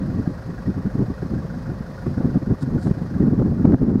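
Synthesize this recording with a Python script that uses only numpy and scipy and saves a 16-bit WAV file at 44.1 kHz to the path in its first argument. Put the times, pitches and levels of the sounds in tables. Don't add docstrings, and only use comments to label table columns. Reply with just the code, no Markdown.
import sys
import numpy as np
from scipy.fft import rfft, irfft, next_fast_len
from scipy.io import wavfile
from scipy.ndimage import uniform_filter1d, minimum_filter1d, map_coordinates

SR = 44100
rng = np.random.default_rng(int(sys.argv[2]) if len(sys.argv) > 2 else 0)


def master(y):
    cut = np.clip(np.atleast_2d(y).T, -1, 1)
    pcm = np.round(cut * 32767)
    wavfile.write(sys.argv[1], SR, pcm.astype(np.int16))


N = 176400
FIRING_HZ, FIRST_FIRING_S = 25.0, 0.017


def amp(db):
    return 10 ** (np.asarray(db) / 20)


def unit(x):
    return x / np.sqrt(np.mean(x ** 2) + 1e-20)


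def clock():
    return np.arange(N) / SR


def wobble(knots_per_s):
    return map_coordinates(rng.standard_normal(4096), [clock() * knots_per_s], mode="wrap")


def filtered(x, response):
    size = next_fast_len(N + 8192)
    return irfft(rfft(x, size) * response(np.fft.rfftfreq(size, 1 / SR)), size)[:N]


def noise(spectrum):
    frequency_hz, density_db = np.transpose(spectrum)
    white = rng.standard_normal(N)
    return unit(filtered(white, lambda hz: amp(np.interp(np.log(hz + 1), np.log(frequency_hz), density_db))))


def local_rms(x, window_s):
    return np.sqrt(np.abs(uniform_filter1d(x ** 2, max(int(window_s * SR), 1))) + 1e-12)


def turbulence(spectrum, eddy_s=0.01423):
    x = noise(spectrum)
    return unit(x / local_rms(x, eddy_s))


def resonance(centre_hz, width_hz):
    white = rng.standard_normal(N)
    return unit(filtered(white, lambda hz: 1 / (1 + 2 * ((hz - centre_hz) / width_hz) ** 2)))


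def wind():
    # time_s, level_db
    lulls = [(0.0, -30.5), (0.3, -27), (0.45, -37), (0.9, -39), (1.18, -49), (1.3, -31), (1.6, -37.5),
             (1.95, -44.5), (2.3, -29), (2.58, -49.5), (2.75, -24), (3.1, -28), (3.3, -24.5), (3.55, -22),
             (3.78, -29), (4.0, -25.5)]
    # centre_s, length_s, level_db
    puffs = [(0.028, 0.045, -23), (0.102, 0.034, -22.5), (0.201, 0.015, -18), (0.276, 0.0059, -13),
             (0.495, 0.031, -28.5), (0.69, 0.032, -17), (0.781, 0.028, -21), (0.869, 0.022, -18),
             (0.959, 0.016, -18.5), (1.013, 0.04, -16), (1.085, 0.007, -21), (1.108, 0.021, -22.5),
             (1.23, 0.0062, -16), (1.257, 0.01, -19), (1.338, 0.008, -22), (1.372, 0.02, -28),
             (1.449, 0.015, -22.5), (1.554, 0.042, -27), (1.7, 0.051, -25), (1.809, 0.0054, -21.5),
             (2.074, 0.013, -17), (2.104, 0.048, -24.5), (2.179, 0.012, -16.5), (2.21, 0.0099, -12.5),
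             (2.252, 0.017, -15), (2.298, 0.043, -21), (2.363, 0.024, -13.5), (2.428, 0.011, -19.5),
             (2.477, 0.013, -19), (2.516, 0.027, -12.5), (2.635, 0.022, -19.5), (2.68, 0.019, -19),
             (2.759, 0.037, -16), (2.87, 0.02, -14), (2.914, 0.0071, -11.5), (3.02, 0.0087, -17.5),
             (3.165, 0.021, -19.5), (3.206, 0.011, -12), (3.24, 0.037, -13.5), (3.279, 0.017, -10.5),
             (3.334, 0.012, -12), (3.394, 0.019, -11.5), (3.423, 0.0091, -7), (3.459, 0.015, -13),
             (3.507, 0.039, -15), (3.593, 0.038, -15), (3.651, 0.0072, -2.5), (3.694, 0.064, -9.5),
             (3.741, 0.016, -5), (3.831, 0.028, -9), (3.886, 0.022, -9), (3.92, 0.1, -14.5),
             (3.957, 0.0054, -4.5)]
    # frequency_hz, density_db
    buffet_spectrum = [(25, -21), (60, -9), (110, -5), (170, 1), (250, 2.5), (330, -5.5), (440, -14),
                       (700, -31.5), (1500, -49), (3000, -89)]
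    body_spectrum = [(40, -17.5), (80, -5.5), (135, 1), (185, -0.5), (240, -11), (400, -39.5), (1000, -80)]
    swell_spectrum = [(12, -25), (25, -6), (42, 8), (80, 10), (160, 8), (400, -79.5)]
    rasp_spectrum = [(150, -32), (400, 9.5), (800, 6.5), (1500, -3), (3000, -26.5), (8000, -44),
                     (15000, -54.5)]
    flutter_db, ragged_db, reference_db = 5, 1.2, -20
    t = clock()
    breeze = amp(np.interp(t, *np.transpose(lulls)) + flutter_db * wobble(35))
    eddy_power = sum(amp(level_db) ** 2 * np.exp(-np.pi * ((t - centre_s) / length_s) ** 2)
                     for centre_s, length_s, level_db in puffs)
    eddy_power *= amp(ragged_db * wobble(90)) ** 2
    push = np.sqrt(breeze ** 2 + eddy_power) / amp(reference_db)
    buffet = amp(-23) * push ** 1.16 * turbulence(buffet_spectrum)
    body = amp(-24) * push ** 0.64 * turbulence(body_spectrum)
    swell = amp(-35.5) * push ** 0.75 * noise(swell_spectrum)
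    rasp = amp(-48.5) * push ** 1.203 * noise(rasp_spectrum)
    return buffet + body + swell + rasp


def engine():
    # frequency_hz, density_db
    rumble_spectrum = [(15, -41), (30, -25.5), (50, 5.5), (115, 2.5), (200, -8.5), (300, -12.5), (420, -17),
                       (600, -11), (1200, -58.5)]
    clatter_spectrum = [(200, -11), (420, 2.5), (600, -0.5), (800, -2), (1100, -3.5), (1300, -5.5),
                        (1600, -7), (1900, -9), (2200, -18.5), (2600, -25.5), (2900, -27), (5000, -55.5)]
    hiss_spectrum = [(1500, -16), (2900, -6.5), (3600, -4.5), (4200, -1), (4900, -1.5), (5500, -3),
                     (6300, -8.5), (7200, -13), (10000, -15.5), (12600, -19.5), (15500, -20)]
    tick_spectrum = [(4000, -33), (6500, -6.5), (7800, 2), (9700, -4), (11000, -4.5), (15000, -27)]
    # centre_hz, width_hz, level_db
    rings = [(2505, 120, -71.5), (3563, 45, -79.5), (4217, 51, -74.5), (4870, 200, -68.5),
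             (5425, 90, -71.5), (6400, 670, -72.5)]
    drone_hz, pulse_lag_s = 529.2, 0.011
    clatter_swing_db, hiss_swing_db, tick_swing_db = 1.06, 1, 4
    t = clock()
    pulse = np.cos(2 * np.pi * FIRING_HZ * (t - FIRST_FIRING_S - pulse_lag_s))
    clatter = amp(-44.5 + clatter_swing_db * pulse + 0.34 * wobble(14)) * noise(clatter_spectrum)
    metal = sum(amp(level_db) * resonance(hz, width_hz) for hz, width_hz, level_db in rings)
    hiss = amp(hiss_swing_db * pulse + 0.55 * wobble(7.4)) * (amp(-60) * noise(hiss_spectrum) + metal)
    ticks = amp(-76 + tick_swing_db * pulse) * noise(tick_spectrum)
    drone = amp(-49 + wobble(20)) * unit(np.sin(2 * np.pi * drone_hz * t + 0.8 * wobble(11)))
    rumble = amp(-36.5) * noise(rumble_spectrum)
    return rumble + drone + clatter + hiss + ticks


def buzz(gate_hz=50, peak_s=0.003):
    # frequency_hz, density_db
    spectrum = [(9000, -43.5), (10400, -12), (11000, -2.5), (11850, 2), (12300, -4.5), (13500, -40.5)]
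    gate = np.sqrt(np.maximum(np.cos(2 * np.pi * gate_hz * (clock() - peak_s)), 0))
    return amp(-72) * gate * noise(spectrum)


def knocks(cylinders=4):
    # firing_place, pitch_hz, relative_level_db
    modes = [(0, 952, -54.5), (0, 1118, -46.5), (0, 1881, -49.5), (0, 3250, -67.5), (1, 1112, -47.5),
             (1, 1443, -42), (1, 1575, -47.5), (2, 732, -40.5), (2, 1440, -46), (2, 1636, -46),
             (2, 1846, -52), (3, 976, -48.5), (3, 1137, -42)]
    rise_s, t60_s, scatter_db, roughness, gain_db = 0.0045, 0.069, 2.4, 0.17, 5.5
    t = np.arange(SR // 8) / SR
    envelope = (1 - np.exp(-(t / rise_s) ** 2)) * amp(-60 * t / t60_s)
    out = np.zeros(N)
    for place, pitch_hz, level_db in modes:
        blows = np.zeros(N + SR)
        first_s = FIRST_FIRING_S + round(place) / FIRING_HZ
        for start_s in np.arange(first_s, N / SR, cylinders / FIRING_HZ):
            phase = 2 * np.pi * (pitch_hz * t + rng.random())
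            strength = amp(level_db - scatter_db * rng.normal())
            blows[round(start_s * SR):][:len(t)] += strength * envelope * np.sin(phase)
        out += blows[:N] * (1 + roughness * wobble(180))
    return amp(gain_db) * out


def burst(peak_s, rise_s, fall_s):
    t = clock()
    return np.exp(-np.maximum((peak_s - t) / rise_s, (t - peak_s) / fall_s))


def pops(rise_s=0.00081, fall_s=0.0025):
    # peak_s, level_db
    breaks = [(2.067, -24), (2.247, -26.5), (2.871, -20), (3.202, -26.5), (3.398, -23), (3.447, -24.5),
              (3.654, -11.5), (3.722, -16.5), (3.744, -15), (3.895, -22)]
    # frequency_hz, density_db
    spectrum = [(100, -7), (200, -2), (480, 0), (750, -7.5), (1100, -15.5), (1600, -18), (2500, -38),
                (5000, -47), (15000, -59)]
    envelope = sum(amp(level_db) * burst(peak_s, rise_s, fall_s) for peak_s, level_db in breaks)
    return envelope * turbulence(spectrum)


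def rustles(grain_db=2.2):
    # peak_s, rise_s, fall_s, level_db
    strokes = [(2.627, 0.012, .008, -44.5), (2.83, 0.022, 0.034, -49.5), (2.875, .008, 0.0091, -54)]
    # frequency_hz, density_db
    spectrum = [(800, -18), (1400, 12), (2600, -9), (4200, 8), (6000, 0), (8000, 1.5), (11000, -8),
                (15000, -24)]
    envelope = sum(amp(level_db) * burst(peak_s, rise_s, fall_s)
                   for peak_s, rise_s, fall_s, level_db in strokes)
    return envelope * unit(noise(spectrum) * amp(grain_db * wobble(400)))


def scene():
    return (wind() + pops() + engine() + knocks() + rustles() + buzz())[None]


def record(dry):
    threshold_db, duck_slope, window_s, release_s = -19, 0.5, 0.15, 1.5
    ceiling, limiter_samples, cutoff_hz = 0.99, 301, 15700
    x = dry[0]
    loudness = np.pad(local_rms(x, window_s), (int(window_s * SR / 2), 0), mode="edge")[:N]
    excess_db = np.maximum(20 * np.log10(loudness) - threshold_db, 0)
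    release = np.exp(-clock() / release_s)
    held_db = np.maximum.accumulate(excess_db / release) * release
    ducked = x * amp(-duck_slope * held_db)
    safe_gain = ceiling / np.maximum(np.abs(ducked), ceiling)
    limiter_gain = uniform_filter1d(minimum_filter1d(safe_gain, limiter_samples), limiter_samples)
    return filtered(ducked * limiter_gain, lambda hz: hz < cutoff_hz)[None]


dry = scene()
out = record(dry)
master(out)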